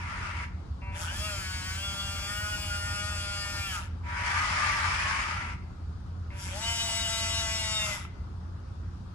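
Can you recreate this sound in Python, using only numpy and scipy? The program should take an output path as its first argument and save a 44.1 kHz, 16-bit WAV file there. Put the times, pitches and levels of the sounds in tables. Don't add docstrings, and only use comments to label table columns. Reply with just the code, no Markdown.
import sys
import numpy as np
from scipy import signal
from scipy.fft import rfft, irfft, next_fast_len
from scipy.io import wavfile
from scipy.ndimage import uniform_filter1d

SR = 44100
rng = np.random.default_rng(int(sys.argv[2]) if len(sys.argv) > 2 else 0)


def attenuation_scalar(level_db):
    decades = np.asarray(level_db, float) / 20
    return 10 ** decades


def unload_audio(sound):
    columns = np.transpose(np.atleast_2d(sound))
    steps = np.round(np.clip(columns, -1, 1) * 32767)
    wavfile.write(sys.argv[1], SR, steps.astype(np.int16))


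N = 403074

# (frequency [Hz], level [dB per Hz])
SPARKS_SPECTRUM = [(12100, -60), (12500, 6.5), (14200, 0), (15200, 9), (15600, -49)]


def unit(x):
    return x / np.sqrt(np.mean(x ** 2) + 1e-20)


def along(points, hz):
    f, v = np.transpose(points)
    return np.interp(np.log(hz + 1), np.log(f + 1), v)


def stretch(rows):
    s, *cols = np.transpose(rows)
    part = slice(max(round(s[0] * SR), 0), round(s[-1] * SR))
    t = np.arange(N)[part] / SR
    return part, [np.interp(t, s, c) for c in cols]


def held(t, start, stop, rise, fall):
    return -np.maximum(0, np.maximum((start - t) * rise, (t - stop) * fall))


def wobble(rate, size):
    knots = rng.standard_normal(size // 200 + 2)
    return np.interp(np.arange(size) * rate / SR, np.arange(len(knots)), knots)


def filtered(x, response):
    n = x.shape[-1]
    m = next_fast_len(n + 8192)
    return irfft(rfft(x, m) * response(np.fft.rfftfreq(m, 1 / SR)), m)[..., :n]


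def rush(spectrum, size, patchy_db, gate=1, life=8, width=5):
    z = signal.stft(gate * rng.standard_normal((2, size)), nperseg=512)[2]
    field = uniform_filter1d(rng.standard_normal(z.shape[1:]), size=width, axis=0)
    field = uniform_filter1d(field, size=life, axis=1)
    pair = signal.istft(z * attenuation_scalar(patchy_db * unit(field)), nperseg=512)[1][:, :size]
    return unit(filtered(pair, lambda hz: attenuation_scalar(along(spectrum, hz))))


def stack(turns, orders, flutter_db, drift, lean=0):
    out, n = 0, len(turns)
    for k, db in orders:
        angle = 2 * np.pi * (k * turns + rng.uniform()) + drift * np.sqrt(k) * wobble(40, n)
        flutter = flutter_db * min(k / 10, 1.5) ** lean * wobble(24, n)
        out += attenuation_scalar(db + flutter) * np.sqrt(2) * np.sin(angle)
    return out


def drive():
    # (time [s], level [dB])
    runs = [
        [(0, -41), (.26, -39), (.44, -40), (.58, -87)],
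        [(4.0, -87), (4.05, -51), (4.09, -41), (4.28, -31), (4.64, -30), (5.22, -32), (5.37, -35.5),
         (5.53, -43), (5.62, -74)],
    ]
    # (time [s], frequency [Hz], level [dB])
    whines = [
        [(4.28, 1120, -47), (4.42, 1248, -35), (4.52, 1220, -48), (4.6, 1207, -36.5), (4.72, 1165, -37),
         (4.95, 1190, -45), (5.07, 1092, -40.5), (5.2, 1087, -43), (5.27, 1085, -64)],
        [(5.29, 1350, -50), (5.38, 1368, -41.5), (5.52, 1348, -53)],
    ]
    # (frequency [Hz], level [dB per Hz])
    growl_spectrum = [(260, -60), (450, -30), (502, -35), (603, -13), (737, -16.5), (901, -3), (1020, -8),
                      (1180, -1.5), (1530, -3.5), (2230, -3), (2580, -8.5), (3680, -24.5), (4000, -26),
                      (5200, -67), (8800, -120)]
    # (frequency [Hz], level [dB per Hz])
    grit_spectrum = [(1760, -12.5), (3000, 2), (3770, -5), (5040, 1.5), (5480, -1.5), (8380, -10),
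                     (9860, -10.5), (11400, -25.5), (14800, -77), (22000, -120)]
    out = np.zeros((3, N))
    for rows in runs:
        part, (growl_db,) = stretch(rows)
        n = len(growl_db)
        grit_db = np.maximum(-9 + 0.7 * (growl_db + 30.5), -13)
        chatter = attenuation_scalar(0.75 * wobble(180, n) + 0.71 * wobble(26.54, n))
        growl = rush(growl_spectrum, n, patchy_db=2.0, gate=chatter, life=16, width=2)
        grit = attenuation_scalar(-1.2) * rush(grit_spectrum, n, patchy_db=1.5, gate=chatter)
        grit += attenuation_scalar(-31.0) * rush(SPARKS_SPECTRUM, n, patchy_db=6.5, life=50, width=14)
        out[1:, part] = attenuation_scalar(growl_db - 1.3) * growl + attenuation_scalar(growl_db + grit_db) * grit
    for rows in whines:
        part, (hz, db) = stretch(rows)
        out[0, part] = stack(np.cumsum(hz) / SR, [(1, db)], flutter_db=2.0, drift=1.45)
    return out


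def buzz():
    # (start [s], stop [s], level [dB])
    hum = [
        (0, .45, -52.5),
        (4.07, 4.29, -44),
        (4.29, 5.5, -52.5),
    ]
    # (multiple of the chopping rate, level [dB])
    hum_orders = [(3, -17), (5, 0), (6, -14), (7, -8), (10, -14), (11, -14), (12, -13)]
    # (start [s], stop [s], level [dB])
    steering = [
        (.82, .97, -49),
        (6.31, 6.5, -54.5),
    ]
    # (multiple of the chopping rate, level [dB])
    steering_orders = [(1, 0), (2, -17), (3, -7), (4, -15), (5, -2), (6, -9), (7, -15), (8, -11), (9, -14),
                       (10, -13), (11, -8), (12, -7), (13, -10), (14, -12), (15, -17)]
    chop_hz = 192.9
    out = np.zeros(N)
    for rows, orders, rise in ((steering, steering_orders[2:], 3000), (hum, hum_orders, 400)):
        for start, stop, db in rows:
            part, (t,) = stretch([(start - .1, start - .1), (stop + .2, stop + .2)])
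            windings = unit(stack(t * chop_hz, orders, flutter_db=3.0, drift=0.12))
            out[part] += attenuation_scalar(db + held(t, start, stop, rise, fall=200)) * windings
    return out


def cooler():
    # (multiple of the turning rate, level [dB])
    fan_orders = [(6, -63), (8, -56), (9, -53.5), (10, -51), (11, -55), (12, -62), (13, -54.5), (14, -42.5),
                  (15, -53), (16, -52.5), (17, -75.5), (18, -59.5), (20, -52.5), (21, -63.5), (23, -68),
                  (24, -58), (30, -57.5)]
    # (frequency [Hz], level [dB per Hz])
    rumble_spectrum = [(12, -64), (20, -34), (38, -10), (86, 3.5), (99, -3), (113, -16.5), (183, -13),
                       (220, -18), (257, -19), (285, -27.5), (351, -24.5), (380, -38), (450, -44.5),
                       (580, -87), (990, -120)]
    # (frequency [Hz], level [dB per Hz])
    air_spectrum = [(240, 0), (400, -5.5), (539, -8.5), (604, -11), (677, -9), (863, -8), (1230, -7.5),
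                    (1280, -6), (2140, -23.5), (4830, -23), (12000, -42.5), (15600, -95), (22000, -120)]
    turn_hz, thump_s = 6, 5.72
    turn = 2 * np.pi * turn_hz * (np.arange(N) / SR - thump_s)
    out = attenuation_scalar(-40.5) * rush(rumble_spectrum, N, patchy_db=-1.5)
    out += attenuation_scalar(-53.47) * rush(air_spectrum, N, patchy_db=1.5)
    for k, db in fan_orders:
        angle = k * turn + rng.normal(0, 0.71) + 0.43 * wobble(1.205, N)
        out[0] += attenuation_scalar(db) * np.sqrt(2) * np.cos(angle)
    return out


def knocks():
    # (time [s], peak level [dB], frequency [Hz])
    ticks = [
        (0.8179, -50, 2310),
        (5.625, -49, 2200),
        (6.305, -37.5, 2130),
        (8.051, -28.5, 1320),
    ]
    out, t = np.zeros(N), np.arange(2000) / SR
    for s, db, hz in ticks:
        tick = .07 * rng.standard_normal(len(t)) * attenuation_scalar(-60 * t / 0.0013)
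        tick += np.sin(2 * np.pi * hz * t) * attenuation_scalar(-60 * t / 0.024)
        tick += 0.36 * np.sin(2 * np.pi * 2600 * t) * attenuation_scalar(-60 * t / 0.017)
        out[round(s * SR):][:len(t)] += attenuation_scalar(db - 5.5) * tick
    return out


def steer(rows, free, brake, cruise, brush_db, spark_db, orders, songs, slope, count):
    # (frequency [Hz], level [dB per Hz])
    gear_spectrum = [(260, -43), (450, -34), (601, -3), (708, -12), (954, -0.5), (1050, -9.5), (1400, 0.5),
                     (1820, -6), (2780, -5.5), (4500, -14), (5850, -52), (9900, -120)]
    # (frequency [Hz], level [dB per Hz])
    brush_spectrum = [(2060, -21.5), (3500, 0), (4070, -3), (5500, 1), (6230, -2), (7920, -1.5),
                      (8540, -10), (9680, -3.5), (10700, -5), (11600, -8), (15100, -63), (22000, -120)]
    s, last_hz, last_db = rows[-1]
    coast_hz, coast_db = last_hz - 24, last_db - 12
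    end = [(s + .1, coast_hz, coast_db), (s + .1 + .07, coast_hz, coast_db - 28)]
    part, (hz, gear_db) = stretch(rows + end)
    t, n = np.arange(N)[part] / SR, len(hz)

    order = np.arange(1, count + 1)
    order_db = slope[0] + slope[1] * order + 1.5 * rng.standard_normal(count)
    for k, db in orders:
        order_db[k - 1] = db

    clearing_s = .16
    clearness = np.clip(np.minimum(t - free, brake + clearing_s - t) / clearing_s, .02, 1)
    clear = .74 * clearness

    hiss_db = brush_db + held(t, t[0] + 0.094, s - 0.067, rise=190, fall=55)
    hiss_db -= 7 * np.exp(-((t - free) / 0.044) ** 2)
    hiss = attenuation_scalar(gear_db + hiss_db)

    rest_db = gear_db - 16 + 10 * np.log10(clearness)
    singers = sorted({row[0] for row in songs})
    singing = []
    for k in singers:
        thin_db = .045 * np.maximum(900 - k * hz, 0)
        levels = [rest_db - thin_db]
        levels += [db + held(t, a, b, rise=350, fall=350) for j, a, b, db in songs if j == k]
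        singing.append((k, np.max(levels, axis=0)))

    def shell(k):
        return (order_db[k - 1] + np.interp(k * hz / cruise, order, order_db)) / 2

    turns = np.cumsum(hz * (1 + 0.00207 * wobble(29.79, n))) / SR
    low_orders = [(k, shell(k)) for k in range(4, 20) if k not in singers]
    high_orders = [(k, shell(k)) for k in range(20, count)]
    low = unit(stack(turns, low_orders, flutter_db=3.5, drift=0.2))
    high = unit(stack(turns, high_orders, flutter_db=3.5, drift=0.04))

    beat = 1 + .5 * np.cos(2 * np.pi * turns)
    gears = attenuation_scalar(gear_db - 3.0) * rush(gear_spectrum, n, patchy_db=3.0, gate=beat)
    brushes = hiss * attenuation_scalar(2.87) * rush(brush_spectrum, n, patchy_db=2.2, gate=beat)
    sparks = hiss * attenuation_scalar(spark_db) * rush(SPARKS_SPECTRUM, n, patchy_db=6, life=110, width=14)

    sound = np.zeros((3, n))
    sound[0] = np.sqrt(clear) * (attenuation_scalar(gear_db - 4.0) * low + hiss * attenuation_scalar(1.5) * high)
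    sound[0] += stack(turns, singing, flutter_db=3.3, drift=0.2, lean=1)
    sound[1:] = np.sqrt(1 - clear) * (gears + brushes) + clearness ** .3 * sparks
    valley_db = np.array([[4], [8], [8]])
    out = np.zeros((3, N))
    out[:, part] = filtered(sound, lambda f: attenuation_scalar(-valley_db * np.exp(-((f - 4100) / 450) ** 2)))
    return out


def steer_out():
    # (time [s], shaft speed [Hz], effort [dB])
    run = [
        (0.92, 162, -54),
        (0.96, 166, -40.5),
        (1.08, 165.7, -40.5),
        (1.2, 204.4, -41.5),
        (1.26, 212, -39.5),
        (1.45, 186.4, -41.5),
        (1.62, 183.8, -42),
        (1.7, 187.1, -41),
        (1.84, 198.3, -42.5),
           (2.24, 198.6, -41.5),
        (2.33, 205.5, -40.5),
        (2.43, 209.5, -41),
        (2.8, 202.3, -42),
        (3.1, 206.2, -41),
        (3.17, 203.1, -42),
        (3.6, 201.3, -41),
        (3.69, 195, -41.5),
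        (3.76, 178, -37),
    ]
    # (multiple of shaft speed, level [dB])
    orders = [(5, -21), (6, -11), (7, 0), (9, -10), (14, -8), (18, -24), (19, -27), (24, -13), (12, -11),
              (37, -15), (39, -18), (11, -13), (47, -20), (49, -15)]
    # (multiple of shaft speed, start [s], stop [s], level [dB])
    songs = [(9, 1.03, 1.16, -46.5), (17, 1.1, 1.17, -48.5), (16, 1.19, 1.27, -49.5),
             (3, 1.217, 1.35, -47.5), (13, 1.21, 1.305, -48.5), (7, 1.29, 1.42, -47), (8, 1.39, 1.8, -48.5),
             (9, 1.42, 1.72, -51.5), (16, 1.6, 2.1, -53), (4, 1.82, 3.7, -57), (7, 1.85, 2.28, -46.5),
             (17, 1.84, 2.3, -48.5), (14, 1.8, 3.68, -49.5), (3, 1.79, 2.26, -57), (3, 2.3, 3.6, -54.5),
             (7, 2.3, 2.56, -40.5), (9, 2.31, 2.41, -46.5), (7, 2.71, 3.13, -40), (7, 3.17, 3.66, -42.5),
             (9, 2.81, 2.92, -48), (9, 3.02, 3.15, -48), (9, 3.42, 3.76, -47.5), (16, 3.69, 3.76, -49),
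             (7, 3.75, 3.78, -41), (8, 3.76, 3.79, -41.5)]
    return steer(run, free=1.1, brake=3.65, cruise=203, brush_db=-4.5, spark_db=-12.5,
                 orders=orders, songs=songs, slope=(-14, -.28), count=51)


def steer_back():
    # (time [s], shaft speed [Hz], effort [dB])
    turn_back = [
        (6.31, 190.5, -59),
        (6.42, 189.5, -46),
        (6.53, 186, -42),
        (6.612, 223.8, -41.5),
        (6.69, 230.5, -37),
        (6.9, 225.4, -37),
        (7.4, 225, -36.5),
        (7.79, 215.7, -38),
        (7.95, 202.8, -37.5),
    ]
    # (multiple of shaft speed, level [dB])
    orders = [(3, -2), (6, -8), (8, -14), (9, 0), (13, -1), (17, -4), (18, -16), (24, -3), (26, -7),
              (30, -5), (32, -7), (34, -7), (35, 0), (19, -6)]
    # (multiple of shaft speed, start [s], stop [s], level [dB])
    songs = [(3, 6.54, 6.59, -47.5), (4, 6.57, 6.73, -46.5), (3, 6.64, 6.75, -46.5), (13, 6.64, 6.82, -37),
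             (9, 6.64, 7.82, -46), (17, 6.64, 7.84, -45), (3, 6.82, 7.93, -46.5), (13, 6.86, 7.55, -45),
             (4, 6.8, 7.85, -51), (10, 7.52, 7.88, -47.5), (13, 7.6, 7.86, -41.5), (10, 7.92, 7.94, -41.5)]
    return steer(turn_back, free=6.52, brake=7.8, cruise=224.5, brush_db=-2.8, spark_db=-23,
                 orders=orders, songs=songs, slope=(-7, -.19), count=41)


def room(x):
    # (frequency [Hz], time to fall 60 dB [s])
    decay = [(300, 0.12), (2000, 0.7), (10000, 0.12)]
    hz, t, z = signal.stft(rng.standard_normal((2, SR // 3)), SR, nperseg=256)
    tail = signal.istft(z * attenuation_scalar(-60 * t / along(decay, hz)[:, None]), SR, nperseg=256)[1]
    return signal.fftconvolve(x, tail / np.linalg.norm(tail[0]), axes=1)[:, :N]


def ports(pair, alike):
    # (frequency [Hz], left over right [dB])
    balance = [(300, -0.44), (600, 6), (1300, 2.5), (2400, 1), (5000, 6), (7000, 5.5), (8200, 2.5),
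               (9500, -0.5)]
    # (frequency [Hz], phase by which left leads [rad])
    lead = [(200, 0), (1000, 1.05), (2600, 1.71), (5000, 2.5), (7000, 1.2), (8600, 2.1), (9600, -1),
            (10200, 1), (11800, 2.5), (12200, 4.5)]

    def response(hz):
        c = np.clip(along(alike, hz), 0, 1)
        u = np.arccos(c) / 2
        g, lag = attenuation_scalar(along(balance, hz) / 2), along(lead, hz)
        side = np.array([1, -1])[:, None, None]
        level = 2 / np.sqrt(g * g + 1 / g ** 2 + 2 * c * np.cos(lag) + 0.28)
        mix = np.array([[np.cos(u), np.sin(u)], [np.cos(u), -np.sin(u)]])[:, :len(pair)]
        return level * g ** side * np.exp(.5j * side * lag) * mix
    return filtered(pair, response).sum(axis=1)


def scene():
    # (frequency [Hz], likeness [0-1])
    near_alike = [(100, 0.95), (400, 0.6), (1500, 0.05), (4000, 0), (7500, .3), (9200, 0.3), (10200, 0.5),
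                  (11500, 1), (12300, 1)]
    # (frequency [Hz], likeness [0-1])
    far_alike = [(100, 0.95), (350, 0.62), (550, 0.033), (8000, .15), (10200, .9), (12000, 0.53)]
    loader = drive() + steer_out() + steer_back()
    tones = loader[:1] + buzz() + knocks()
    near = ports(tones, [(100, 1)]) + ports(loader[1:], near_alike)
    return near + attenuation_scalar(-16) * room(near) + ports(cooler(), far_alike)


def band_limit(x):
    return signal.sosfilt(signal.butter(12, 15500, fs=SR, output="sos"), x)


def record(dry):
    heard = filtered(dry, lambda hz: 1 - np.exp(-((hz - 12020) / 290) ** 6))
    return band_limit(heard)


dry = scene()
out = record(dry)
unload_audio(out)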